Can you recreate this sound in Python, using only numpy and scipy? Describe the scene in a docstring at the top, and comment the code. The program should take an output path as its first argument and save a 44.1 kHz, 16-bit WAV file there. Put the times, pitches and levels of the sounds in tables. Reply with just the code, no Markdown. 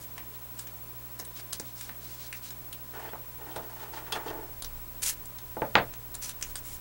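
"""Painter's tape is picked, pressed, peeled and torn at a craft table in a small, well-damped room.
Snaps of tape and nails and short basket crackles are resonant noise bursts; tape peels by stick-slip.
Rolls knock on a wooden table, modelled as a filtered crack with decaying modes. A hand in a wire basket
scrapes by stick-slip through the basket's resonances, and its wires ring as decaying sines.
Rumble and hiss of filtered noise, a mains hum of sines and a blanked monitor whine lie underneath."""
import sys
import numpy as np
from scipy import signal
from scipy.fft import rfft, irfft, next_fast_len
from scipy.io import wavfile
from scipy.ndimage import uniform_filter1d

SR = 44100
rng = np.random.default_rng(int(sys.argv[2]) if len(sys.argv) > 2 else 0)


def inscribe(sig):
    """Save sig as 16-bit PCM at rate SR to the path in sys.argv[1].

    A 1-D sig is mono; a 2-D sig holds one channel per row.
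    Samples are clipped to [-1, 1] before scaling.
    """
    pcm = np.round(np.clip(np.atleast_2d(sig).T, -1, 1) * 32767)
    wavfile.write(sys.argv[1], SR, pcm.astype(np.int16))


N = 300012
TIME = np.arange(N) / SR
SHORT = TIME[:SR // 2]   # time axis of a single event

# Snaps of tape and fingernails, and short crackles from the jogged basket. Each row: start in seconds,
# relative level in dB, ring frequency in Hz, ring level in dB, body level in dB,
# time constant of the crackle in ms.
SNAPS_AND_CRACKLES = [(0.1795, -28, 10300, 3, 8.5, 1.15), (0.591, -28.5, 7500, 6.5, -17, 3.1),
                      (0.6714, -35.5, 5530, 7, 9, 1.5), (1.1917, -29.5, 3500, -6, 24, 0.17),
                      (1.1985, -23, 3100, -8, -4.5, 0.57), (1.2506, -31.5, 9000, 5, -7, .7),
                      (1.396, -32.5, 3000, -5, 9, 0.52), (1.5272, -25, 4500, -3, -3, .4),
                      (1.531, -18.5, 8800, 5, -17, 0.57), (1.5984, -21.5, 5500, -14, -16, 0.16),
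                      (1.8108, -27.5, 7540, 7, 5, 0.53), (1.893, -28.5, 1800, 10, 6, 0.29),
                      (2.3276, -24.5, 2400, 12, -6, 0.81), (2.5062, -30.5, 4970, 4, 7, 0.9),
                      (2.7283, -29.5, 3050, 20, -15, 0.21), (2.7291, -28.5, 10000, 21, -10, .5),
                      (3.5602, -34.5, 7950, 0, -17, 5.1), (4.1226, -24, 4440, 3, 9, 3.2),
                      (4.623, -23, 6560, 2, 1, 0.45), (4.6461, -25.5, 6330, 12, -15, 0.93),
                      (5.2568, -31.5, 6940, 16, -13, .3), (5.3859, -35, 6260, 0, -18, 1.6),
                      (5.9379, -31, 6050, 13, 12, 0.19), (6.1434, -27.5, 3950, -5, -1, 0.21),
                      (6.151, -24, 7860, 19, -1, .5), (6.2935, -25, 8500, 4.5, -6, 1),
                      (6.4127, -30, 6500, 1, -1, .7), (6.426, -16, 7250, -11, -8, 0.25),
                      (6.5559, -23, 8700, 7, 6, 1.1)]
# Tape peeled, torn or smoothed down. 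Each row: start in seconds, length in seconds, relative level in dB,
# centre of the strip's broad resonance in Hz.
TAPE_STROKES = [(0.0, .058, -50.5, 8100), (0.332, .035, -55, 3450), (0.56, 0.087, -52, 8040),
                (1.348, 0.071, -49, 4350), (1.535, 0.03, -45, 5900), (1.632, 0.096, -56, 4340),
                (1.744, 0.16, -49.5, 6100), (1.992, 0.2, -52, 5070), (2.168, .13, -50, 4770),
                (2.332, .061, -52, 5500), (2.418, .086, -47.5, 4900), (5.015, 0.038, -35, 7200),
                (5.026, 0.018, -28.5, 8500), (5.042, 0.075, -28.5, 7900), (5.108, 0.036, -44, 8000),
                (6.213, 0.061, -37.5, 6750), (6.26, 0.066, -44, 7000), (6.439, .09, -51, 7560),
                (6.555, 0.044, -46, 7540), (6.626, .16, -47.5, 8300)]
# Colour of the moving tape. Each row: frequency in Hz, gain in dB.
TAPE_COLOUR = [(150, -15), (700, -11.5), (2000, 1.5), (4000, -1), (8000, -9), (11000, -9), (15000, -2)]
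SLIPS_PER_S = 2000   # rate of the fine slips in the tape strokes and the dry hiss of the basket
POPS_PER_S, POP_DB = 110, -11   # whole bundles of fibres giving way at once; level against the slips

# Dull knocks on table and basket. Each row: start in seconds, relative level in dB,
# lowpass corner of the soft contact in Hz, thud level in dB, relative room level in dB.
KNOCKS = [(1.6006, -34.5, 426, -2, -12), (1.894, -38, 1900, -11, -18), (3.134, -35.5, 1610, 13, -2),
          (3.563, -31.5, 1370, 7.5, 1.5), (4.122, -30, 1520, -18, -16), (4.156, -34.5, 2440, -15, 10.5),
          (4.272, -45, 915, 15, 1.5), (5.569, -25, 740, -12, -4.5), (5.619, -25, 2360, 3, -0.5),
          (5.6206, -18, 795, 1, -6.5), (5.7542, -2.6, 4400, 0, 0)]
# Modes of the wooden table. Each row: frequency in Hz, relative level in dB, 60 dB decay time in seconds.
TABLE_MODES = [(89.5, -16, 0.32), (128.6, -10, 0.49), (240, -8.5, 0.17), (323, -2.5, 0.11), (531, 1, 0.069),
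               (689, -5.5, 0.19), (877.5, 14.5, 0.092), (936, 0, 0.11), (1030, -9, 0.28), (1227, 3, 0.17),
               (1485, -1, 0.13), (1700, -9, .14), (1900, -6, 0.081), (2240, -14, 0.072), (2640, -7, .13)]
# Spectrum of the first crack of a knock. Each row: frequency in Hz, gain in dB.
CRACK_COLOUR = [(60, -19.5), (200, -6), (500, -3.5), (900, 5.5), (2000, 7), (3000, 4), (4500, 0),
                (5500, -10), (7000, -3), (11000, -32)]
# What the room returns of a knock. Each row: frequency in Hz, gain in dB.
KNOCK_ROOM_COLOUR = [(80, 6), (250, -3.5), (380, -5.5), (550, 8), (750, 2.5), (950, -3), (1300, -5),
                     (2000, -8.5), (3000, -13), (5000, -6.5)]

# Shoves of the hand in the basket. Each row: start in seconds, length in seconds, relative level in dB,
# scratchiness as gain of the upper part of the force in dB, dry hiss level in dB.
SHOVES = [(2.931, 0.15, -43.5, 9, -14.5), (3.386, 0.11, -48.5, -5, -22), (3.479, 0.16, -47.5, -9, -12.5),
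          (3.688, 0.094, -51.5, 6, -8), (3.79, 0.054, -45, -3, -8), (3.927, 0.053, -42.5, 9, -6.5),
          (4.06, 0.013, -44, 0, -10), (4.125, 0.037, -36, 8, -9), (4.253, 0.051, -37, -12, -14),
          (4.319, 0.084, -42.5, -24, -31)]
# Resonances of the basket and its contents. Each row: frequency in Hz, bandwidth in Hz, gain in dB.
BASKET_RESONANCES = [(324, 34, -1.5), (450, 64, -6.5), (603, 31, -3), (720, 76, -3), (902, 65, 1),
                     (1156, 200, -7), (1450, 150, -5.5), (1800, 450, -10), (3030, 530, -11.5)]
SHOVE_ATTACK_S = 0.0095
SHOVE_SETTLE_DB_PER_S, HISS_SETTLE_DB_PER_S = 135, 400   # the contents shift on after the hiss has stopped
SCRAPE_HZ, SCRAPE_WIDTH_HZ = 3780, 3700   # band of the dry hiss
# The wire basket is jogged. Each row: start in seconds, relative level in dB.
CLINKS = [(3.089, -48.5), (3.513, -46), (3.561, -56), (4.065, -51), (4.1241, -26.5), (4.132, -48),
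          (4.28, -41.5)]
# Modes of the wires. Each row: frequency in Hz, relative level in dB, 60 dB decay time in seconds.
WIRE_MODES = [(2685, 2, 0.11), (2700, -7, 0.13), (3180, 5, 0.082), (3440, 0, 0.12), (3560, -2, 0.079),
              (4620, 0.5, 0.064), (4740, -11, .07), (8850, -6.5, .1), (10600, -25, .06)]

# Reverberation of the room. Each row: frequency in Hz, 60 dB decay time in seconds.
ROOM_T60 = [(100, 0.13), (260, 0.25), (700, 0.13), (2000, 0.16), (5000, 0.092), (14000, 0.064)]

# Low rumble of moving bodies, rising as the roll is lifted out of the basket.
# Each row: time in seconds, level in dB.
RUMBLE_LEVEL = [(0.0, -77), (3.8, -65), (4.1, -56.5), (4.7, -43), (4.95, -52.5), (6.35, -52.5),
                (6.6, -50.5), (6.85, -44)]
# Colour of the rumble. Each row: frequency in Hz, gain in dB.
RUMBLE_COLOUR = [(10, -23), (20, -2.5), (28, 4), (38, -22), (70, -11.5), (150, -38), (400, -64)]
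# Colour of the steady room noise and hiss. Each row: frequency in Hz, relative density in dB.
FLOOR_COLOUR = [(20, -1), (100, -0.5), (280, -1), (600, -3.5), (1400, -7), (2200, -10.5), (4000, -13.5),
                (7000, -14), (10000, -13), (13000, -11.5), (14800, -7.5), (15800, -9.5)]
FLOOR_DB = -49.5   # rms
# Electrical hum and faint tones. Each row: frequency in Hz, rms level in dB.
HUM = [(60, -57), (120, -55), (180, -74), (240, -73.5), (300, -70.5), (1010.5, -64), (7867, -72.5),
       (8878, -72.5)]
LINE_HZ, SECOND_LINE_HZ, FIELD_HZ = 15734.3, 15747.3, 59.94   # the two tones of the whine, and field rate
# Colour of the faint hiss that differs between the channels. Each row: frequency in Hz, gain in dB.
SIDE_COLOUR = [(20, -22), (70, -22), (200, 4.5), (600, 4), (2000, -8), (8000, 8), (13000, 4), (15000, -25)]
CUTOFF_HZ = 15770


def snaps(crackle_db, ring_q, trim_db):
    """Impulsive release: a click and a quickly dying crackle, coloured by a resonance and a duller body."""
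    out = np.zeros(N)
    t = SHORT[:2048]
    for s, level_db, ring_hz, ring_db, body_db, dying_ms in SNAPS_AND_CRACKLES:
        force = from_db(crackle_db) * rng.standard_normal(len(t)) * np.exp(-t * 1000 / dying_ms)
        force[0] = 1   # the release itself
        sound = band(force, [2000, 7500], "band", order=1)
        sound += from_db(body_db) * band(force, [250, 1900], "band", order=1)
        sound += from_db(ring_db) * resonate(force, ring_hz, ring_hz / ring_q)
        # a longer crackle carries more energy
        add(out, s, from_db(level_db + trim_db) * unit_energy(sound) * np.sqrt(1 + dying_ms))
    return out


def tape_strokes(spread_db, hiss_db, ring_db, ring_q, sing_db, edge_share):
    """Stick-slip excitation of a resonator: clumped slips drive one broad band with a narrow crest."""
    out = np.zeros(N)
    for s, length, level_db, ring_hz in TAPE_STROKES:
        force = slips(len(SHORT), SLIPS_PER_S, spread_db)
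        force = force + from_db(hiss_db) * rng.standard_normal(len(SHORT))
        force = force + from_db(POP_DB) * slips(len(SHORT), POPS_PER_S, spread_db=-2.5)
        force = force * clumps(per_s=350, depth_db=1.5)
        sound = colour(force, TAPE_COLOUR)
        sound = sound + from_db(ring_db) * resonate(force, ring_hz, ring_hz / ring_q)
        sound = sound + from_db(sing_db) * resonate(force, ring_hz * 0.88, ring_hz / 10)   # narrow crest
        swell = np.clip(np.minimum(SHORT, length - SHORT) / (edge_share * length), 0, 1)
        add(out, s, from_db(level_db) * rms_one(sound) * swell)
    return out


def slips(count, per_s, spread_db):
    """Stick-slip friction: tiny releases at random moments, of uneven size and either sign."""
    sizes = from_db(spread_db * np.minimum(rng.exponential(1, count), 4))
    sizes = sizes * rng.choice([-1, 1], count)
    return rms_one(sizes * (rng.random(count) < per_s / SR))


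def clumps(per_s, depth_db):
    """Random amplitude modulation: an uneven grip makes the gain wander many times a second."""
    count = 512
    return from_db(depth_db * np.interp(SHORT * per_s, np.arange(count), rng.standard_normal(count)))


def knocks(modes_db, tail_db, thud_hz, echo_hz, trim_db):
    """Impact excitation: a soft contact gives a short crack, rings the table's modes and wakes the room."""
    out = np.zeros(N)
    click = 1. * (SHORT == 0)
    crack = unit_energy(colour(click, CRACK_COLOUR))
    # bending waves spread the crack over a few cycles
    crack = crack - 2 * resonate(crack, 2180, 540)
    # two duller, weaker echoes off nearby surfaces
    delayed = np.roll(crack, round(.0019 * SR)) + np.roll(crack, round(.0042 * SR))
    echoes = .55 * band(delayed, echo_hz, "low")
    for s, level_db, soft_hz, thud_db, room_db in KNOCKS:
        direct = crack + echoes + from_db(modes_db) * unit_energy(struck(TABLE_MODES, chance_db=1.8))
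        reverberant = signal.fftconvolve(crack, room_tail(build_ms=25))[:len(SHORT)]
        tail = unit_energy(colour(reverberant, KNOCK_ROOM_COLOUR))
        blow = direct + from_db(room_db + tail_db) * tail
        blow = blow + from_db(thud_db) * band(blow, thud_hz, "low", order=1)
        # the level refers to the peak of the softened direct sound
        height = np.abs(band(direct, soft_hz, "low", order=3)).max()
        add(out, s, from_db(level_db + trim_db) * band(blow, soft_hz, "low", order=3) / height)
    return out


def struck(modes, chance_db):
    """Modal decay: damped sines, among which each blow shares its force a little differently."""
    sound = 0
    for k, (hz, db, t60) in enumerate(modes):
        decay = from_db(db + rng.normal(0, chance_db) - 60 * SHORT / t60)
        sound = sound + decay * np.sin(2 * np.pi * hz * SHORT) * (-1) ** k
    return sound


def rummage(per_s, spread_db, split_hz, trim_db):
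    """Friction-driven resonance: shoved things scrape in the basket; its body is heard through the room."""
    out = np.zeros(N)
    room = room_tail(build_ms=6.8)
    for s, length, level_db, scratch_db, hiss_db in SHOVES:
        force = slips(2 * len(SHORT), per_s, spread_db)
        dull = band(force, split_hz, "low", order=1)
        force = dull + from_db(scratch_db) * (force - dull)
        body = 0
        for k, (hz, width_hz, db) in enumerate(BASKET_RESONANCES):
            body = body + from_db(db) * resonate(force, hz, width_hz) * (-1) ** k
        body = band(band(body, 230, "high"), 1900, "low")
        body = signal.fftconvolve(body, room, "valid")[:len(SHORT)]
        # even out the level, so that the push of the hand sets the loudness
        body = body / np.sqrt(np.abs(uniform_filter1d(body ** 2, size=2600)) + 1e-12)
        friction = slips(len(SHORT), SLIPS_PER_S, spread_db=2.5)
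        hiss = from_db(hiss_db) * rms_one(resonate(friction, SCRAPE_HZ, SCRAPE_WIDTH_HZ))
        sound = body * push(length, SHOVE_SETTLE_DB_PER_S) + hiss * push(length, HISS_SETTLE_DB_PER_S)
        add(out, s, from_db(level_db + trim_db) * sound)
    return out


def push(length, settle_db_per_s):
    """Envelope of a driven source: a shove builds up, holds and then settles exponentially."""
    return np.clip(SHORT / SHOVE_ATTACK_S, 0, 1) * from_db(-settle_db_per_s * np.maximum(SHORT - length, 0))


def clinks(trim_db):
    """Free vibration: thin wires ring briefly in their own modes."""
    out = np.zeros(N)
    for s, level_db in CLINKS:
        add(out, s, from_db(level_db + trim_db) * struck(WIRE_MODES, chance_db=3.0))
    return out


def near_table(x, echo_ms, echo_db, room_db):
    """Superposition of paths: directly from the source, off the table top and through the room."""
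    echo = np.roll(x, round(echo_ms * SR / 1000))
    reverberant = signal.fftconvolve(x, room_tail(build_ms=5.5))[:N]
    return x + from_db(echo_db) * echo + from_db(room_db) * reverberant


def room_tail(build_ms):
    """Diffuse reverberation: dense echoes build up and then die, each band at its own rate."""
    edges, tail = np.geomspace(60, 16000, num=9), 0
    for low, high in zip(edges, edges[1:]):
        noise = band(rng.standard_normal(len(SHORT)), [low, high], "band")
        tail = tail + noise * from_db(-60 * SHORT / at_hz(ROOM_T60, np.sqrt(low * high)))
    return unit_energy(tail * (1 - np.exp(-SHORT * 1000 / build_ms)))


def background():
    """Stationary noise and steady tones: room noise and hum, with the swelling rumble of movement."""
    hiss = from_db(FLOOR_DB) * rms_one(colour(rng.standard_normal(N), FLOOR_COLOUR))
    hum = 0
    for hz, db in HUM:
        hum = hum + np.sqrt(2) * from_db(db) * np.sin(2 * np.pi * (hz * TIME + rng.random()))
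    rumble = level_curve(RUMBLE_LEVEL) * rms_one(colour(rng.standard_normal(N), RUMBLE_COLOUR))
    return hiss + hum + rumble


def whine(line_db, second_db, blank_share, lag):
    """Beating: a monitor's line tone, blanked briefly in every field, against a second; lag in radians."""
    lit = (TIME * FIELD_HZ + .4) % 1 > blank_share
    beat_peak_s = .048   # a moment when both tones are in phase
    phase = 2 * np.pi * (TIME - beat_peak_s)
    shift = lag * np.array([[.5], [-.5]])   # the channels lie apart by the lag
    line = from_db(line_db) * lit * np.cos(LINE_HZ * phase + shift)
    second = from_db(second_db) * np.cos(SECOND_LINE_HZ * phase + shift)
    return np.sqrt(2) * (line + second)


def from_db(db):
    """Logarithmic level: decibels to amplitude gain."""
    return 10 ** (np.asarray(db) / 20)


def rms_one(x):
    """Effective value: scale to rms 1."""
    return x / np.sqrt(np.mean(x ** 2) + 1e-20)


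def unit_energy(x):
    """Signal energy: scale to that of a unit click."""
    return x / np.sqrt(np.sum(x ** 2) + 1e-20)


def at_hz(points, hz):
    """Logarithmic pitch axis: interpolate a table over log frequency."""
    f, value = np.transpose(points)
    return np.interp(np.log(np.maximum(hz, 1)), np.log(f), value)


def level_curve(rows):
    """Envelope: gain over time, interpolated in decibels and silent outside the rows."""
    s, db = np.transpose(rows)
    return from_db(np.interp(TIME, s, db, left=-120, right=-120))


def add(track, s, sound):
    """Superposition: mix a sound into the track at a time in seconds."""
    start = int(np.clip(round(s * SR), 0, N - 1))
    track[start:start + len(sound)] += sound[:N - start]


def band(x, hz, kind, order=2):
    """Band limitation: Butterworth filter with a maximally flat passband."""
    sos = signal.butter(order, np.clip(hz, 10, .47 * SR), kind, fs=SR, output="sos")
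    return signal.sosfilt(sos, x + 1e-18)


def resonate(x, hz, width_hz):
    """Damped resonance: a pole pair whose radius sets the bandwidth, with gain 1 on top."""
    r = np.exp(-np.pi * width_hz / SR)
    numerator = np.array([1, 0, -1]) * (1 - r * r) / 2
    denominator = [1, -2 * r * np.cos(2 * np.pi * hz / SR), r * r]
    return signal.lfilter(numerator, denominator, x + 1e-18)


def colour(x, spectrum):
    """Minimum phase: a causal filter whose gain follows a table of Hz and dB."""
    size = 2 * next_fast_len(len(x) // 2 + 1)
    cepstrum = irfft(np.log(from_db(at_hz(spectrum, np.fft.rfftfreq(size, 1 / SR)))))
    # folding the cepstrum onto positive times makes the filter causal
    cepstrum[1:size // 2] *= 2
    cepstrum[size // 2 + 1:] = 0
    return irfft(rfft(x, size) * np.exp(rfft(cepstrum)))[:len(x)]


def scene():
    """Superposition: all sits in the centre; only a faint hiss and the whine differ between channels."""
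    ticks = snaps(crackle_db=-6.5, ring_q=5.4, trim_db=8.0)
    ticks = near_table(ticks, echo_ms=2.8, echo_db=-1.5, room_db=-4.5)
    tape = tape_strokes(spread_db=3.0, hiss_db=2.5, ring_db=10.5, ring_q=0.87, sing_db=5.0, edge_share=0.22)
    tape = near_table(tape, echo_ms=3.3, echo_db=-13.0, room_db=-11)
    blows = knocks(modes_db=-2, tail_db=-1.0, thud_hz=297, echo_hz=2140, trim_db=1.5)
    basket = rummage(per_s=250, spread_db=4, split_hz=410, trim_db=-0.5) + clinks(trim_db=-7.5)
    side = from_db(-64.5) * rms_one(colour(rng.standard_normal(N), SIDE_COLOUR))
    tone = whine(line_db=-45, second_db=-50.7, blank_share=.08, lag=.2)
    return ticks + tape + blows + basket + background() + tone + np.array([side, -side])


def record(dry):
    """Band limitation: an elliptic lowpass cuts the top steeply."""
    return signal.sosfilt(signal.ellip(16, .1, 80, CUTOFF_HZ, fs=SR, output="sos"), dry)


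dry = scene()
out = record(dry)
inscribe(out)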